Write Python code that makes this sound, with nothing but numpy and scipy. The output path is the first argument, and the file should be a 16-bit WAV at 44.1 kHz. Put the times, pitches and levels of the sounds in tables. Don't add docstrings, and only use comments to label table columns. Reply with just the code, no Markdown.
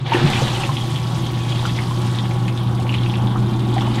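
import sys
import numpy as np
from scipy import signal
from scipy.fft import rfft, irfft, next_fast_len
from scipy.io import wavfile
from scipy.ndimage import map_coordinates

SR = 44100
rng = np.random.default_rng(int(sys.argv[2]) if len(sys.argv) > 2 else 0)


def master(y):
    cut = np.clip(np.atleast_2d(y).T, -1, 1)
    pcm = np.round(cut * 32767)
    wavfile.write(sys.argv[1], SR, pcm.astype(np.int16))


N = 176400

# (time [s], level [dB])
HUM_LEVELS = [(0.0, -34), (0.12, -23), (0.6, -22.5), (1.5, -21.5), (2.4, -20.5), (3.2, -18), (4.0, -20)]
# (frequency [Hz], level [dB])
WHINE_TONES = [(340, -43), (466, -53), (646, -51.5), (872, -49), (996.5, -46), (1118, -43), (1448, -55),
               (1572, -61), (1780, -64), (3191, -63)]
# (time [s], level [dB])
SLOSH_LEVELS = [(0.0, -42), (0.1, -32.9), (0.15, -33), (0.22, -22.5), (0.36, -28.5), (0.55, -32),
                (1.5, -33), (2.6, -32.5), (3.3, -29.5), (4.0, -27)]
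# (frequency [Hz], level [dB])
SLOSH_SPECTRUM = [(170, -16.5), (245, -3), (275, -1.5), (305, -4.5), (338, 1.5), (372, 0), (412, -20),
                  (600, -31)]
# (time [s], level [dB])
RUMBLE_LEVELS = [(0, -36), (.14, -36), (.3, -22), (.65, -29), (.9, -29), (2.4, -28.5), (3.4, -26.5),
                 (4, -27.5)]
# (frequency [Hz], level [dB])
RUMBLE_SPECTRUM = [(20, -5), (48, -42), (62, 2.5), (72, -8.5), (87, 2.5), (105, 1.5), (140, 3), (180, -2),
                   (215, 0.5), (250, -16), (400, -24)]
# (time [s], centre [Hz], level [dB])
HOLLOW_TRACK = [(0, 130, -24), (.14, 140.2, -33), (.26, 138, -20.5), (.45, 140, -28.5), (1.2, 157, -29),
                (2.2, 176, -29.5), (3.2, 192, -27), (4, 213.4, -28)]
# (time [s], gurgle [dB], splash [dB], spray [dB])
STREAM_LEVELS = [(.035, -41.5, -44, -57), (.07, -32, -32, -58), (.115, -31.5, -33, -50),
                 (.14, -24, -31, -37.5), (.2, -25, -29, -42), (.38, -26, -27.5, -34.5),
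                 (.52, -29.5, -29.5, -36.5), (.82, -36, -36, -41), (1.3, -34.5, -36.5, -43.5),
                 (1.66, -34.5, -33, -40.5), (1.9, -34.5, -39, -42.5), (2.07, -33.5, -36.5, -41.5),
                 (2.35, -35, -40, -47), (2.75, -34.5, -41.5, -52.5), (3.0, -34.5, -38, -48),
                 (3.35, -33, -41.5, -52.5), (3.7, -34.5, -38.5, -52), (3.79, -30, -36.5, -46),
                 (3.9, -34, -36.5, -46.5), (4.0, -30.5, -32.5, -45)]
# (frequency [Hz], level [dB])
GURGLE_SPECTRUM = [(250, -25), (420, -4), (520, -0.5), (660, -4), (790, 7.5), (900, 2.5), (1100, -0.5),
                   (1350, -2), (1800, -11.5), (3000, -26)]
# (frequency [Hz], level [dB])
SPLASH_SPECTRUM = [(800, -46), (1500, -8), (2100, -5.5), (2600, -3), (3300, 4), (3900, 0.5), (4600, -6.5),
                   (6500, -17), (10000, -48)]
# (frequency [Hz], level [dB])
SPRAY_SPECTRUM = [(2800, -4), (4800, 1), (6500, -1), (9000, -4.5), (11500, -10), (13500, -16), (15500, -23)]
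# (time [s], level [dB])
GUSH_LEVELS = [(.03, -51), (.13, -26.5), (.3, -33.5), (.9, -58)]
# (frequency [Hz], level [dB])
GUSH_SPECTRUM = [(900, -14), (1600, -1.5), (2600, 5), (6500, -11)]
# (frequency [Hz], level [dB])
FIZZ_SPECTRUM = [(3000, -21), (9000, 7), (15500, -4)]
# (time [s], pitch [Hz], relative level [dB])
PLOPS = [(.120, 883, -6), (.136, 2650, -8.5), (0.146, 324, -5), (0.151, 1730, -11), (0.240, 137.2, -5.5),
         (0.334, 2380, -12), (0.36, 2280, -12), (0.419, 515, -15.5), (.636, 2540, -11.5),
         (0.692, 970, -12.5), (0.769, 2880, -13.5), (.960, 3120, -13.5), (1.523, 3118, -13),
         (1.593, 3580, -16), (1.653, 1320, -13), (1.788, 2000, -14), (1.91, 970, -16.5), (2.149, 3700, -19),
         (2.187, 3400, -12), (2.311, 2200, -22), (2.482, 2400, -16.5), (2.576, 3350, -17.5),
         (2.794, 750, -19), (2.868, 2160, -23.5), (2.8934, 2700, -11.5), (2.926, 2540, -19),
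         (2.941, 2330, -13), (2.946, 2930, -12.5), (2.985, 3230, -17.5), (3.035, 3160, -17),
         (3.062, 2570, -17), (3.098, 3200, -16.5), (3.139, 2530, -17.5), (3.156, 3180, -16.5),
         (3.272, 3360, -18.5), (3.359, 1170, -15.5), (3.766, 757, -12), (3.782, 1910, -17.5),
         (3.781, 3270, -16.5), (3.809, 3270, -16), (3.822, 1005, -18.5), (3.875, 840, -16),
         (3.984, 1840, -19.5)]
# (time [s], relative level [dB])
DROP_HITS = [(0.301, -22), (.962, -35), (1.493, -29.5), (2.017, -29), (2.48, -30), (2.575, -34),
             (2.75, -33), (2.800, -31), (2.825, -32), (2.942, -30.5), (3.595, -34), (3.686, -38),
             (3.741, -29)]
# (frequency [Hz], level [dB])
DROP_SPECTRUM = [(1500, -19), (3500, 8.5), (6000, -2), (9000, -2), (15500, -24)]

BASIN_T60_S, BASIN_DB, ROOM_T60_S, ROOM_DB, FIRST_ECHO_S = 0.054, -4, 0.17, -5.5, 0.0027
TIME_S = np.arange(N) / SR


def amp(db):
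    return 10 ** (np.asarray(db) / 20)


def unit_rms(x):
    return x / np.sqrt(np.mean(x ** 2) + 1e-20)


def decay(t, t60):
    return np.exp(-np.log(1000) * t / t60)


def curves(rows):
    times_s, *columns = np.transpose(rows)
    return [np.interp(TIME_S, times_s, column) for column in columns]


def wobble(rate_hz):
    return map_coordinates(rng.standard_normal(4000), [TIME_S * rate_hz], mode="wrap")


def filtered(x, response):
    size = next_fast_len(N + SR // 2)
    return irfft(rfft(x, size) * response(np.fft.rfftfreq(size, 1 / SR)), size)[:N]


def coloured(x, spectrum):
    points_hz, db = np.transpose(spectrum)
    log_hz = np.log(np.append(points_hz, 2 * points_hz[-1]))
    db = np.append(db, -120)
    return unit_rms(filtered(x, lambda hz: amp(np.interp(np.log(hz + 1), log_hz, db))))


def noise(spectrum):
    return coloured(rng.standard_normal(N), spectrum)


def add(track, start_s, x):
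    i = max(int(start_s * SR), 0)
    track[i:i + len(x)] += x[:len(track[i:])]


def pump(hum_hz=120, whine_fade_s=0.083):
    hum_db, = curves(HUM_LEVELS)
    hum = amp(hum_db) * np.sin(2 * np.pi * hum_hz * TIME_S + .04 * wobble(5.6))
    whine = sum(amp(db + 0.29 * wobble(7.6)) * np.sin(2 * np.pi * hz * TIME_S + .5 * wobble(6.7))
                for hz, db in WHINE_TONES)
    return np.sqrt(2) * (hum + whine * np.minimum(TIME_S / whine_fade_s, 1))


def churning(hollow_width_hz=42):
    slosh_db, = curves(SLOSH_LEVELS)
    rumble_db, = curves(RUMBLE_LEVELS)
    centre_hz, hollow_db = curves(HOLLOW_TRACK)
    phase = 2 * np.pi * np.cumsum(centre_hz) / SR
    hollow = wobble(hollow_width_hz) * np.cos(phase) + wobble(hollow_width_hz) * np.sin(phase)
    return (amp(slosh_db) * noise(SLOSH_SPECTRUM)
            + amp(rumble_db) * noise(RUMBLE_SPECTRUM)
            + amp(hollow_db) * unit_rms(hollow))


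def bubble(t, hz, cycles, rise=0.24):
    age = t * hz / cycles
    phase = 2 * np.pi * hz * t * (1 + rise * np.minimum(age, 2) / 2)
    attack = 1 - np.exp(-2 * t * hz)
    return np.sin(phase) * decay(age, 1) * attack


def echoed(x):
    t = np.arange(SR // 3) / SR
    response = np.zeros(len(t))
    for t60_s, db in (BASIN_T60_S, BASIN_DB), (ROOM_T60_S, ROOM_DB):
        tail = rng.standard_normal(len(t)) * decay(t, t60_s) * (t > FIRST_ECHO_S)
        response += amp(db) * tail / np.linalg.norm(tail)
    response[0] = 1
    return signal.fftconvolve(x, response)


def swarm(low_hz, high_hz, cycles, spread_db, count, samples):
    onset, pitch, strength = rng.random((count, 3)).T[:, :, None]
    offsets = np.arange(samples)
    hz = low_hz * (high_hz / low_hz) ** pitch
    level_db = -spread_db * np.log(strength * .98 + .02)
    rings = amp(level_db) * bubble(offsets / SR, hz, cycles)
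    positions = (onset * N).astype(int) + offsets
    direct = np.bincount(positions.ravel(), rings.ravel(), N)[:N]
    wet, block = np.zeros(N), SR // 5
    for i in range(0, N, block):
        add(wet, i / SR, echoed(direct[i:i + block]))
    return unit_rms(wet)


def rush(level_db, spectrum, bubbles, wash_db, flutter_db, flutter_hz, merge_db_per_db=0.3):
    wash_gain = amp(wash_db + merge_db_per_db * (level_db - np.median(level_db)))
    mix = (coloured(bubbles, spectrum) + wash_gain * noise(spectrum)) / np.hypot(1, wash_gain)
    flutter = amp(flutter_db * wobble(flutter_hz))
    return amp(level_db) * unit_rms(mix * flutter)


def stream():
    gurgle_db, splash_db, spray_db = curves(STREAM_LEVELS)
    gurgle = swarm(low_hz=398, high_hz=1530, cycles=10.3, spread_db=0.9, count=1300, samples=1600)
    splash = swarm(low_hz=1530, high_hz=4730, cycles=20, spread_db=3.0, count=3000, samples=600)
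    spray = swarm(low_hz=4080, high_hz=15500, cycles=16, spread_db=7, count=6000, samples=100)
    return (rush(gurgle_db, GURGLE_SPECTRUM, gurgle, wash_db=1, flutter_db=1.23, flutter_hz=18)
            + rush(splash_db, SPLASH_SPECTRUM, splash, wash_db=-4, flutter_db=1.5, flutter_hz=55)
            + rush(spray_db, SPRAY_SPECTRUM, spray, wash_db=0, flutter_db=0.65, flutter_hz=45))


def gush():
    level_db, = curves(GUSH_LEVELS)
    splatter = swarm(low_hz=1040, high_hz=4800, cycles=6.4, spread_db=2.5, count=7000, samples=300)
    return amp(level_db) * coloured(splatter, GUSH_SPECTRUM)


def froth(landing_s=0.075, patter_db=-54.5, fizz_db=-56):
    patter = swarm(low_hz=3800, high_hz=12000, cycles=9, spread_db=3, count=380, samples=200)
    fade_in = np.clip(TIME_S / landing_s - .5, 0, 1)
    return fade_in * (amp(patter_db) * patter + amp(fizz_db) * noise(FIZZ_SPECTRUM))


def plops(gain_db=2.5, snap_db=-15.5):
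    track, t = np.zeros(N), np.arange(SR // 10) / SR
    for start_s, hz, db in PLOPS:
        ring = bubble(t, hz, cycles=18)
        snap = amp(snap_db) * bubble(t, hz, cycles=2.1)
        add(track, start_s, echoed(amp(db + gain_db) * (ring + snap)))
    return track


def drops(t60_s=.012, gain_db=0.5):
    track, t = np.zeros(N), np.arange(SR // 50) / SR
    for start_s, db in DROP_HITS:
        tick = rng.standard_normal(len(t)) * decay(t, t60_s)
        add(track, start_s, amp(db + gain_db) * echoed(tick))
    return np.std(track) * coloured(track, DROP_SPECTRUM)


def scene():
    return (pump() + churning() + stream() + gush() + froth() + plops() + drops())[None]


def record(dry):
    cutoff_hz = 15720
    return filtered(dry[0], lambda hz: hz < cutoff_hz)[None]


dry = scene()
out = record(dry)
master(out)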